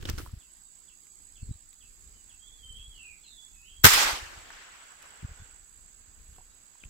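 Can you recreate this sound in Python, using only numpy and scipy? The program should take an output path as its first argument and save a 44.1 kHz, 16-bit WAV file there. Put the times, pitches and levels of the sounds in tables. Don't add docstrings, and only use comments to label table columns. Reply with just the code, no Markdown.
import sys
import numpy as np
from scipy import signal
from scipy.fft import rfft, irfft, next_fast_len
from scipy.io import wavfile
from scipy.ndimage import uniform_filter1d

SR = 44100
rng = np.random.default_rng(int(sys.argv[2]) if len(sys.argv) > 2 else 0)


def elevation(decibels):
    levels = np.asarray(decibels, float)
    return 10 ** (levels / 20)


def digitize_waveform(pressure):
    field = np.atleast_2d(pressure).T
    bounded = np.clip(field, -1, 1)
    quanta = np.round(bounded * 32767).astype(np.int16)
    wavfile.write(sys.argv[1], SR, quanta)


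N = 303849
CUT_S = 0.387
VALLEY_END_S, VALLEY_FADE_S = 5.53, 0.06


def read(points, hz):
    f, value = np.transpose(points)
    return np.interp(np.log(hz + 1), np.log(f + 1), value)


def evened(x):
    return x / np.sqrt(np.mean(x ** 2) + 1e-20)


def add(mix, start_s, sound):
    part = mix[..., round(start_s * SR):][..., :sound.shape[-1]]
    part += sound[..., :part.shape[-1]]


def coloured(points, shape):
    size = next_fast_len(shape[-1])
    z = rfft(rng.standard_normal(shape), size)
    gain = elevation(read(points, np.fft.rfftfreq(size, 1 / SR)))
    return evened(irfft(z * gain, size)[..., :shape[-1]])


def resonate(x, hz, width_hz):
    r = np.exp(-np.pi * width_hz / SR)
    return signal.lfilter([2 * (1 - r)], [1, -r * np.exp(2j * np.pi * hz / SR)], x).real


def resonate_twice(x, hz, width_hz):
    return resonate(resonate(x, hz, width_hz), hz, width_hz)


def wander(per_s, shape):
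    size = int(SR / per_s)
    return evened(uniform_filter1d(uniform_filter1d(rng.standard_normal(shape), size), size))


def bell(t, middle_s, width_s):
    return np.exp(-((t - middle_s) / width_s) ** 2)


def struck(t, start_s, level_db, fall_db_per_s, rise_s):
    lag = np.maximum(t - start_s, 0)
    return (elevation(level_db - fall_db_per_s * lag) * (1 - np.exp(-lag / rise_s))) ** 2


def patchy(x, depth_db):
    z = signal.stft(x, nperseg=256, noverlap=192)[2]
    patches = uniform_filter1d(rng.standard_normal(z.shape), size=4, axis=1)
    patches = uniform_filter1d(patches, size=16, axis=2)
    z = z * elevation(depth_db * evened(patches))
    return evened(signal.istft(z, nperseg=256, noverlap=192)[1][:, :N])


def valley_open(t):
    return (1 - np.tanh((t - VALLEY_END_S) / VALLEY_FADE_S)) / 2


# start_s, level_db, fall_db_per_s
BRUSHES = [(0, -60, 900), (.005, -60.5, 58), (0.026, -53, 900), (0.0535, -40.5, 1100), (0.072, -47, 250),
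           (.081, -56.5, 200), (0.0876, -38, 800), (0.11, -73, 195), (0.176, -45.5, 340), (.2, -59.5, 127),
           (.12, -59, 67), (.255, -69, 155)]
# pitch_hz, density_db_per_hz
RUSTLE_COLOUR = [(150, 0.5), (250, -3), (366, 1.5), (413, -12.5), (759, -15), (1300, -10), (1840, -11.5),
                 (2080, -13), (5300, -14), (14700, -31.5), (15800, -19)]
# start_s, level_db, fall_db_per_s
SEED_HEADS = [
    (.026, -52, 2000),
    (.0975, -44, 2200),
    (.11, -63, 30),
    (.178, -50, 150),
    (.195, -59.5, 45),
]
# pitch_hz, density_db_per_hz
SEED_COLOUR = [(5000, -25), (9000, 1), (13000, 0), (15800, -2)]
BRUSH_RISE_S, SEED_END_S = 0.0017, 0.296
STALK_HZ, STALK_WIDTH_HZ, STALK_DB = 3070, 720, -14.5


def grass():
    size = round(CUT_S * SR)
    t, out = np.arange(size) / SR, np.zeros((2, N))
    level = np.sqrt(sum(struck(t, *row, BRUSH_RISE_S) for row in BRUSHES))
    snaps = elevation(3.2 * np.minimum(rng.exponential(1, (2, size // 64 + 1)), 4))
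    snaps = snaps.repeat(64, axis=1)[:, :size]
    stalks = evened(resonate_twice(rng.standard_normal((2, size)), STALK_HZ, STALK_WIDTH_HZ))
    rustle = coloured(RUSTLE_COLOUR, (2, size)) + elevation(STALK_DB) * stalks
    add(out, 0, level * elevation(8.0) * evened(uniform_filter1d(snaps, 40) * rustle))
    swish = np.sqrt(sum(struck(t, *row, 0.001) for row in SEED_HEADS))
    swish = swish * np.clip((SEED_END_S - t) / 0.01, 0.25, 1)
    add(out, 0, swish * coloured(SEED_COLOUR, (2, size)))
    return out


# pitch_hz, width_hz, level_db, throb_depth (0-1)
INSECTS = [
    (7810, 95, -62, 0.55),
    (7586, 170, -67.5, .5),
    (7687, 580, -64.5, 0.4),
    (6726, 600, -65.5, 0.1),
    (7183, 940, -70, 0),
    (4830, 190, -80, .2),
]
# pitch_hz, width_hz, level_db
SAW = (11220, 420, -76)
# start_s, end_s
BOUTS = [(0, .65), (.88, 1.35), (1.7, 2.1), (2.42, 2.93), (3.27, 3.7), (4.25, 4.6), (4.9, 5.15),
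         (5.6, 5.85), (6.12, 6.45), (6.76, 8.1)]
STROKES_PER_S = 59.7
CHOIR_FENCE_DB, CHOIR_SAG_DB = -8.5, -1.5


def insects():
    t, out = np.arange(N) / SR, 0
    for hz, width_hz, db, depth in INSECTS:
        stroke = np.cos(2 * np.pi * STROKES_PER_S * t + 0.5 * wander(3, N))
        stroke = np.maximum(stroke, 0) ** 1.2
        band = resonate_twice(rng.standard_normal((2, N)), hz, width_hz)
        out = out + elevation(db + 1.2 * wander(6.3, N)) * evened(band * (1 - depth + depth * stroke))
    hz, width_hz, db = SAW
    bouts = sum(np.clip((t - start_s) / 0.15, 0, 1) * (t < end_s) for start_s, end_s in BOUTS)
    swell = 0.35 + uniform_filter1d(bouts, size=800)
    saw = evened(resonate_twice(rng.standard_normal((2, N)), hz, width_hz))
    choir_db = np.where(t < CUT_S, CHOIR_FENCE_DB, CHOIR_SAG_DB * t * SR / N)
    return elevation(choir_db) * out + elevation(db) * swell * saw


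# pitch_hz, density_db_per_hz
AIR_COLOUR = [(200, -1), (350, -5.5), (520, -12), (800, -9.5), (1500, -8.5), (3000, -10), (3900, -9),
              (5000, -6), (6000, -16.5), (9200, -22.5), (10000, -13.5), (12500, -19.5), (14500, -18),
              (15800, -19)]
AIR_DB = -64.5
HUSH_DB, HUSH_BACK_S = -1.5, 0.98


def air():
    t = np.arange(N) / SR
    hush_db = HUSH_DB * (t > VALLEY_END_S) * np.exp(-abs(t - VALLEY_END_S) / HUSH_BACK_S)
    level = elevation(AIR_DB + hush_db + 0.5 * wander(9.8, N))
    return level * patchy(coloured(AIR_COLOUR, (2, N)), 1) * elevation(np.array([[0.8], [-0.8]]))


LATE_MS = 0.9
TURN_MS, TURN_S, TURN_WIDTH_S = -2.5, 2.6, 0.45
END_TURN_MS, END_TURN_S, END_TURN_WIDTH_S = -1.6, 7, 0.84


def sided(x):
    n = np.arange(N)
    turn_ms = TURN_MS * bell(n / SR, TURN_S, TURN_WIDTH_S)
    ms = LATE_MS + turn_ms + END_TURN_MS * bell(n / SR, END_TURN_S, END_TURN_WIDTH_S)
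    return np.array([x, np.interp(n - ms * SR / 1000, n, x)])


# middle_s, peak_db, pitch_hz
THUDS = [(0.032, -37, 97), (0.091, -27.5, 88), (0.111, -27.5, 62.6), (0.14, -27.5, 73.6), (0.199, -41, 42),
         (0.235, -37, 93), (0.284, -39.5, 49.5), (0.338, -29.5, 82), (0.375, -38, 53), (1.431, -30.5, 83.5),
         (1.493, -31, 93), (1.512, -26.5, 96), (1.557, -44, 61), (2.71, -42.5, 46.5), (2.801, -44, 46),
         (2.884, -42.5, 50), (3.797, -43.5, 48.5), (4.134, -34.5, 51), (4.232, -40, 53.4), (4.272, -49, 54),
         (4.378, -44, 67.5), (5.232, -35.5, 125), (5.249, -26.5, 86.6), (5.294, -41.5, 68),
         (5.317, -38, 58.4), (5.402, -42.5, 68.6), (5.422, -40, 79), (6.294, -45.5, 64.6),
         (6.328, -48.5, 76.5), (6.86, -41, 63.7)]
# middle_s, half_width_s, level_db
GUSTS = [(0, 0.0069, -36.5), (.13, 0.12, -38.5), (1.4, 0.2, -66), (1.49, 0.046, -44), (2.0, 0.21, -61),
         (2.78, 0.31, -56.5), (3.75, 0.43, -66.5), (3.95, 0.085, -51), (4.2, 0.33, -59), (5.4, 0.21, -60.5),
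         (5.9, 0.21, -64.5), (6.33, 0.21, -57), (6.871, 0.042, -51)]
# pitch_hz, density_db_per_hz
RUMBLE_COLOUR = [(13, -37.5), (22, 4), (53, -5.5), (93, -12.5), (167, -28), (231, -25), (289, -33),
                 (500, -31), (650, -61), (1100, -120)]
CALM_DB = -72


def thuds():
    out, t = np.zeros(N), np.arange(-1000, 1000) / SR
    for (s, db, hz), turn in zip(THUDS, rng.random(99)):
        swing = np.exp(-(t * hz / 0.5) ** 2) * np.cos(2 * np.pi * (hz * t + turn))
        steep = np.exp(-(t * hz / 0.46) ** 2) * np.cos(2 * np.pi * (2.52 * hz * t + turn))
        add(out, max(s - 1000 / SR, 0), elevation(db) * (swing + elevation(-15) * steep))
    t = np.arange(N) / SR
    level = elevation(CALM_DB) + sum(elevation(db) * bell(t, s, width_s) for s, width_s, db in GUSTS)
    rumble = coloured(RUMBLE_COLOUR, (3, N)) * level * elevation(2.7 * wander(21.0, N))
    return sided(out + rumble[0]) + 0.5 * rumble[1:]


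# start_s, peak_db, ring_hz, snap_db, left_minus_right_db
TICKS = [(0.0258, -39, 3050, -3, -8), (.028, -46, 1490, -20, -8), (.054, -28, 3170, -8, -7),
         (.059, -40, 2050, -20, -3), (.1125, -47, 2120, -20, 2), (.153, -49, 1500, -22, -4),
         (0.089, -27, 1810, -29, -7), (.03, -40, 400, -25, -5), (.053, -34, 520, -25, -5),
         (.056, -33, 330, -25, -5), (.092, -28, 300, -25, -5), (.2, -34, 320, -25, -5),
         (.098, -25.5, 5540, -3.5, 19), (0.184, -30.5, 1440, -4, -1), (0.184, -33.5, 4400, -16, -13),
         (0.193, -38, 1280, -18, -9), (.204, -35, 1300, -12, 2), (.213, -41, 1150, -20, -6),
         (0.273, -47, 1280, -17, -9), (.262, -37.5, 1010, -9, -6), (.294, -51, 1180, -10, -8),
         (1.069, -56, 2300, 8, -7), (1.73, -51.5, 3830, 8.5, 3), (4.504, -34, 1490, -18, 1),
         (4.504, -40, 950, -18, 1), (4.503, -42, 1850, -18, 1), (5.027, -53, 3966, 14.5, -6),
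         (6.362, -57, 2920, 3, 21), (6.383, -45, 784, -25, -10), (6.382, -52, 412, -15, -4),
         (6.384, -51, 1099, -24, -5), (6.361, -57, 1195, -22, 13), (6.395, -53, 750, -22, -11),
         (6.406, -52, 903, -22, -4), (6.754, -54, 950, -20, 0), (6.837, -53, 710, -20, 12),
         (6.851, -50, 2900, -10, 10), (6.755, -56.5, 1920, -10, 1), (6.837, -43, 2520, -20, 16),
         (6.837, -45, 3000, -20, 16), (6.836, -45, 221, -16, 3), (6.838, -51, 1400, -18, 2)]
RING_T60_S, RING_SLOPE = 0.02, 0.38


def ticks():
    t, out = np.arange(3000) / SR, np.zeros((2, N))
    for s, db, hz, snap_db, pan_db in TICKS:
        t60_s = RING_T60_S * (1000 / hz) ** RING_SLOPE
        noise = rng.standard_normal((2, 3000))
        ring = 0.86 * evened(resonate_twice(noise, hz, 0.32 * hz)) + np.sin(2 * np.pi * hz * t)
        ring = ring * elevation(-60 * t / max(t60_s, 0.004))
        snap = elevation(snap_db + 0.5) * noise[::-1] * elevation(-60 * t / 0.0077)
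        level = elevation(db - 4.0 + pan_db * np.array([[0.5], [-0.5]]))
        add(out, s, level * (ring + snap) * (1 - np.exp(-t / 0.000088)))
    return out


WAVER = 0.01


def whistle(rows):
    s, hz, db = np.transpose(rows)
    t = np.arange(s[0], s[-1], 1 / SR)
    pitch_hz = uniform_filter1d(np.interp(t, s, hz), size=len(t) // 12 + 1, mode="nearest")
    pitch_hz = pitch_hz * (1 + WAVER * wander(60, (len(t),)))
    tone = np.sin(2 * np.pi * np.cumsum(pitch_hz) / SR)
    return s[0], elevation(np.interp(t, s, db) + 9.0) * tone * signal.windows.tukey(len(t), 0.12)


def trees(x, fall_s):
    t = np.arange(SR // 2) / SR
    fall = np.exp(-(t / fall_s) ** 2) + 0.14 * np.exp(-(t / (2.2 * fall_s)) ** 2)
    taps = rng.standard_normal((2, len(t))) * (1 - np.exp(-t / 0.015)) * fall
    return signal.fftconvolve(x[None], taps / np.linalg.norm(taps[0]), axes=1)[:, :N]


# time_s, pitch_hz, effort_db
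SONG = [
    [(2.385, 3110, -75), (2.42, 3215, -69.5), (2.48, 3420, -64.5), (2.51, 3374, -68), (2.545, 3360, -75),
     (2.57, 3360, -75), (2.595, 3373, -65), (2.612, 3300, -78)],
    [(2.62, 3170, -63), (2.66, 3112, -62.5), (2.72, 3120, -56), (2.76, 3230, -61.5), (2.8, 3394, -57),
     (2.86, 3385, -63), (2.9, 3330, -71)],
    [(2.9, 3330, -71), (2.94, 3110, -62), (2.98, 2846, -56.5), (3.03, 2616, -56.5), (3.07, 2483, -64),
     (3.11, 2320, -67), (3.145, 2110, -77.5), (3.165, 2080, -76)],
    [(3.23, 4290, -59), (3.258, 4180, -65), (3.275, 3790, -63), (3.3, 3656, -64.5), (3.35, 3476, -69),
     (3.4, 3470, -63), (3.45, 3460, -84.5), (3.52, 3490, -86.5), (3.58, 3500, -85.5)],
    [(3.532, 2580, -73.5), (3.58, 2543, -68), (3.615, 2510, -67.5), (3.64, 2800, -67), (3.665, 3050, -62),
     (3.7, 3180, -68.5), (3.74, 3290, -71.5), (3.775, 3270, -65.5), (3.79, 3230, -79.5)],
]
# start_s, level_db
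CHIPS = [(0.403, -64.5), (0.875, -63), (1.352, -62), (1.804, -61.5), (2.293, -61.5), (2.766, -60),
         (3.231, -61), (3.692, -63.5), (6.33, -71), (6.797, -65.5)]
# time_s, pitch_hz, effort_db
CHIP = [
    (0, 3550, -10),
    (.008, 3430, -1),
    (.03, 2560, -6),
    (.041, 2540, -28),
    (.05, 2680, -3),
    (.062, 2760, -9),
]
# start_s, start_hz, end_hz, length_s, level_db
PEEPS = [(1.42, 4500, 4180, .025, -68.5), (1.509, 3810, 3900, 0.024, -70), (1.535, 3950, 4550, .03, -77),
         (0.652, 3650, 3900, 0.033, -77), (.49, 3200, 2900, 0.023, -76), (2.107, 4880, 4900, .04, -74),
         (2.133, 3040, 2960, 0.083, -75), (2.57, 3900, 5000, 0.04, -76), (2.918, 4020, 4130, 0.023, -81),
         (2.95, 4050, 4630, 0.03, -71), (3.045, 4000, 4630, 0.025, -76), (5.385, 3420, 3480, 0.025, -68.5),
         (6.501, 3850, 3890, 0.029, -75.5)]


def birds():
    song, chips = np.zeros(N), np.zeros(N)
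    for rows in SONG:
        add(song, *whistle(rows))
    for s, db in CHIPS:
        scale = (1, rng.uniform(0.99, 1.02), 1)
        add(chips, *whistle(np.array(CHIP) * scale + (s, 0, db)))
    for s, hz, end_hz, length_s, db in PEEPS:
        add(chips, *whistle([(s, hz, db), (s + length_s, end_hz, db)]))
    song *= elevation(2.5 * wander(60, N))
    whistler = elevation(-5) * song + elevation(0.5) * trees(song, 0.066)
    whistler = whistler * elevation(np.array([[-2.5], [2.5]]))
    return whistler + chips * elevation(np.array([[-4], [-7]])) + elevation(-7) * trees(chips, 0.03)


# start_s, peak_db, ring_hz, t60_s
STRIKES = [
    (3.8358, -25, 14700, .004),
    (3.836, -30, 6000, .004),
    (3.839, -3, 13000, .0012),
    (3.839, -5, 15500, .0012),
    (3.839, -6, 10000, .0012),
    (3.839, -12, 6500, .0012),
]
# start_s, left_db, right_db, burn_s, push_share
FLARES = [
    (3.8354, -40, -39.5, 0.0026, 0.00086),
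    (3.8390, -13.5, -20.5, 0.0083, 0.065),
    (3.8427, -2.5, -3, 0.005, 1),
    (3.847, -17.5, -5, 0.0039, -0.51),
    (3.8501, 0, -6.5, 0.0083, 0.8),
    (3.857, -14, -11.5, 0.006, 0.059),
    (3.8611, -8.5, -9, 0.004, -0.2),
    (3.8637, -9.5, -7.5, 0.0081, .4),
    (3.8714, -13.5, -14.5, 0.0038, 0.2),
]
# pitch_hz, density_db_per_hz
FLARE_COLOUR = [(180, -34), (300, -5), (759, -16.5), (1400, -1.5), (2390, -10), (4060, -10.5), (4550, -13),
                (5470, -10.5), (9140, -18.5), (14500, -14), (15800, -19.5)]
# pitch_hz, level_db, t60_s
PUSH = [
    (93, -7, 0.043),
    (184, -14.5, 0.058),
    (417, -18, 0.063),
]


def bang():
    t, out, kicks = np.arange(1500) / SR, np.zeros((2, N)), np.zeros(N)
    for s, db, hz, t60_s in STRIKES:
        crack = elevation(db - 60 * t / t60_s) * np.sin(2 * np.pi * hz * t)
        add(out, s, crack * elevation(np.array([[-1.5], [-30]])))
    for s, left_db, right_db, burn_s, push in FLARES:
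        shape = (1 - np.exp(-t / 0.00066)) * np.exp(-(t / burn_s) ** 3)
        level = elevation(np.array([[left_db], [right_db]]))
        add(out, s, level * shape * coloured(FLARE_COLOUR, (2, 1500)))
        kicks[round(s * SR)] += push
    t = np.arange(5000) / SR
    swing = sum(elevation(db - 60 * t / t60_s) * np.sin(2 * np.pi * hz * t) for hz, db, t60_s in PUSH)
    low = signal.oaconvolve(kicks, swing)[:N]
    low = signal.lfilter(*signal.butter(2, 60, "high", fs=SR), low)
    return out + np.array([np.roll(low, 42), low])


BANG_S = 3.866
# pitch_hz, density_db_per_hz
NEAR_COLOUR = [(100, -46), (200, -31), (500, -31), (800, -7), (1700, -2.5), (2400, -4.5), (5000, -7),
               (8000, -12), (11000, -13.5), (15800, -13.5)]
ABSORB_DB_PER_S = 24.5


def thicket():
    out = coloured(NEAR_COLOUR, (2, N))
    first = slice(round(BANG_S * SR), round(BANG_S * SR) + SR)
    hz, lag_s, z = signal.stft(out[:, first], SR, nperseg=256)
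    loss_db = ABSORB_DB_PER_S * (hz[:, None] / 10000) ** 2 * lag_s
    out[:, first] = signal.istft(z * elevation(-loss_db), SR, nperseg=256)[1][:, :SR]
    return out


# pitch_hz, density_db_per_hz
FAR_COLOUR = [(100, -33.5), (250, -10.5), (470, -6.5), (1150, -5.5), (1380, -4.5), (1480, -3.5),
              (1590, -3.5), (2100, -9), (2900, -10), (4000, -16.5), (6000, -19.5), (9000, -41)]
# start_s, level_db, fall_db_per_s, low_body_db
SLOPES = [
    (3.9, -41, 24, -3),
    (4.5, -52, 21.5, -10),
    (4.99, -59, 10, -3),
]
# middle_s, half_width_s, level_db
LUMPS = [(3.9, 0.011, -0.5), (3.936, 0.0091, 2), (3.965, .012, -1), (3.997, .005, 0.5), (4.015, .01, 0.5),
         (4.033, .007, 2), (4.058, .005, 0), (4.09, .012, 1.5), (4.14, .012, -1), (4.17, .012, 1),
         (4.275, 0.022, 1), (4.9, 0.058, 1)]
NEAREST_DB, NEAREST_T60_S = -17.5, 0.12
BUSHES_DB, BUSHES_TOP_S, BUSHES_FALL_DB_PER_S2 = -22, 0.053, 269
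DULLING_S, BRIGHT_SHARE, SCATTER_DB = 0.52, 0.97, 4
BODY_HZ = 1100
SLOPE_RISE_S, LINGER_DB = 0.014, -74.5


def scatter():
    t = np.arange(N) / SR
    lag_s = np.maximum(t - BANG_S, 0)
    nearest = struck(t, BANG_S, NEAREST_DB, 60 / NEAREST_T60_S, 0.001)
    bushes = nearest + elevation(BUSHES_DB - BUSHES_FALL_DB_PER_S2 * (lag_s - BUSHES_TOP_S) ** 2) ** 2
    answers = [struck(t, s, db, fall, SLOPE_RISE_S) + 1e-20 for s, db, fall, _ in SLOPES]
    body_db = sum(row[3] * power for row, power in zip(SLOPES, answers)) / sum(answers)
    valley = sum(answers) * valley_open(t)
    lumps_db = sum(db * bell(t, s, width_s) for s, width_s, db in LUMPS)
    level = np.sqrt(bushes + valley + elevation(LINGER_DB) ** 2) * (t > BANG_S) * elevation(lumps_db)
    far = np.clip(1 - BRIGHT_SHARE * bell(lag_s, 0, DULLING_S), 0, 1)
    lean = elevation(np.array([[1.5], [-0.5]]))
    dull = coloured(FAR_COLOUR, (2, N))
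    low = signal.filtfilt(*signal.butter(2, BODY_HZ, fs=SR), dull)
    dull = dull - (1 - elevation(body_db)) * low
    mix = np.sqrt(1 - far) * thicket() + lean * np.sqrt(far) * dull
    return level * elevation(SCATTER_DB) * patchy(mix, 2.4)


# start_s, level_db, fall_db_per_s
GULLY = [
    (4.47, -65.5, 10),
    (5.03, -64.5, 3),
    (5.55, -78, 10),
]
GULLY_HZ, GULLY_WIDTH_HZ = 1470, 170
# start_s, level_db, fall_db_per_s
CANOPY = (4.0, -44.5, 59)
# pitch_hz, density_db_per_hz
CANOPY_COLOUR = [(3000, -22), (6000, -1), (10000, -3), (15800, -9.5)]


def gully():
    t = np.arange(N) / SR
    first, second, rest = [struck(t, *row, 0.04) for row in GULLY]
    hum = evened(resonate(rng.standard_normal((2, N)), GULLY_HZ, GULLY_WIDTH_HZ))
    hum = resonate(hum * elevation(2.0 * wander(16, N)), GULLY_HZ, 4 * GULLY_WIDTH_HZ)
    hum = hum * np.sqrt((first + second) * valley_open(t) + rest)
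    return hum + np.sqrt(struck(t, *CANOPY, 0.055)) * coloured(CANOPY_COLOUR, (2, N))


def scene():
    before = grass() + insects() + air() + thuds() + ticks() + birds()
    return before + bang() + scatter() + gully()


# pitch_hz, left_minus_right_db
PORTS = [(60, 0), (400, -1), (700, -2.5), (1400, 0), (2500, 0), (4400, -2), (6300, -7), (8000, -14),
         (9500, -4), (11000, 1), (14000, 8), (15800, 9)]
# pitch_hz, density_db_per_hz
HISS_COLOUR = [(8800, -30.5), (10500, 2.5), (13000, -2), (15800, 0)]
HISS_DB = -70.5


def overloaded_ports(dry):
    size = next_fast_len(N)
    half_db = read(PORTS, np.fft.rfftfreq(size, 1 / SR)) / 2
    ports = irfft(rfft(dry, size) * elevation(np.array([half_db, -half_db])), size)[:, :N]
    return np.clip(ports + elevation(HISS_DB) * coloured(HISS_COLOUR, (2, N)), -1.1, 1.1)


def gate(x):
    mid_side = np.array([x[0] + x[1], x[0] - x[1]]) / 2
    z = signal.stft(mid_side, nperseg=1024, noverlap=768)[2]
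    power = uniform_filter1d(uniform_filter1d(abs(z) ** 2, size=2, axis=1), size=8, axis=2)
    weak = power < np.percentile(power[..., ::4], 9, axis=2, keepdims=True)
    above_insects = power[:, 198:224]
    weak[:, 198:224] = above_insects < np.percentile(above_insects, 25)
    weak[:, :9] = weak[:, 145:195] = False
    keep = uniform_filter1d(np.where(weak, 0.06, 1.0), size=3, axis=2)
    mid, side = signal.istft(z * keep, nperseg=1024, noverlap=768)[1][:, :N]
    return np.array([mid + side, mid - side])


EDGE_HZ = 15800


def band_limit(x):
    size = next_fast_len(N)
    edge = 1 / (1 + (np.fft.rfftfreq(size, 1 / SR) / EDGE_HZ) ** 150)
    return irfft(rfft(x, size) * edge, size)[:, :N]


def roll_off(x):
    return signal.sosfilt(signal.butter(12, 16450, fs=SR, output="sos"), x)


def record(dry):
    mix = band_limit(gate(overloaded_ports(dry)))
    return roll_off(mix)


dry = scene()
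out = record(dry)
digitize_waveform(out)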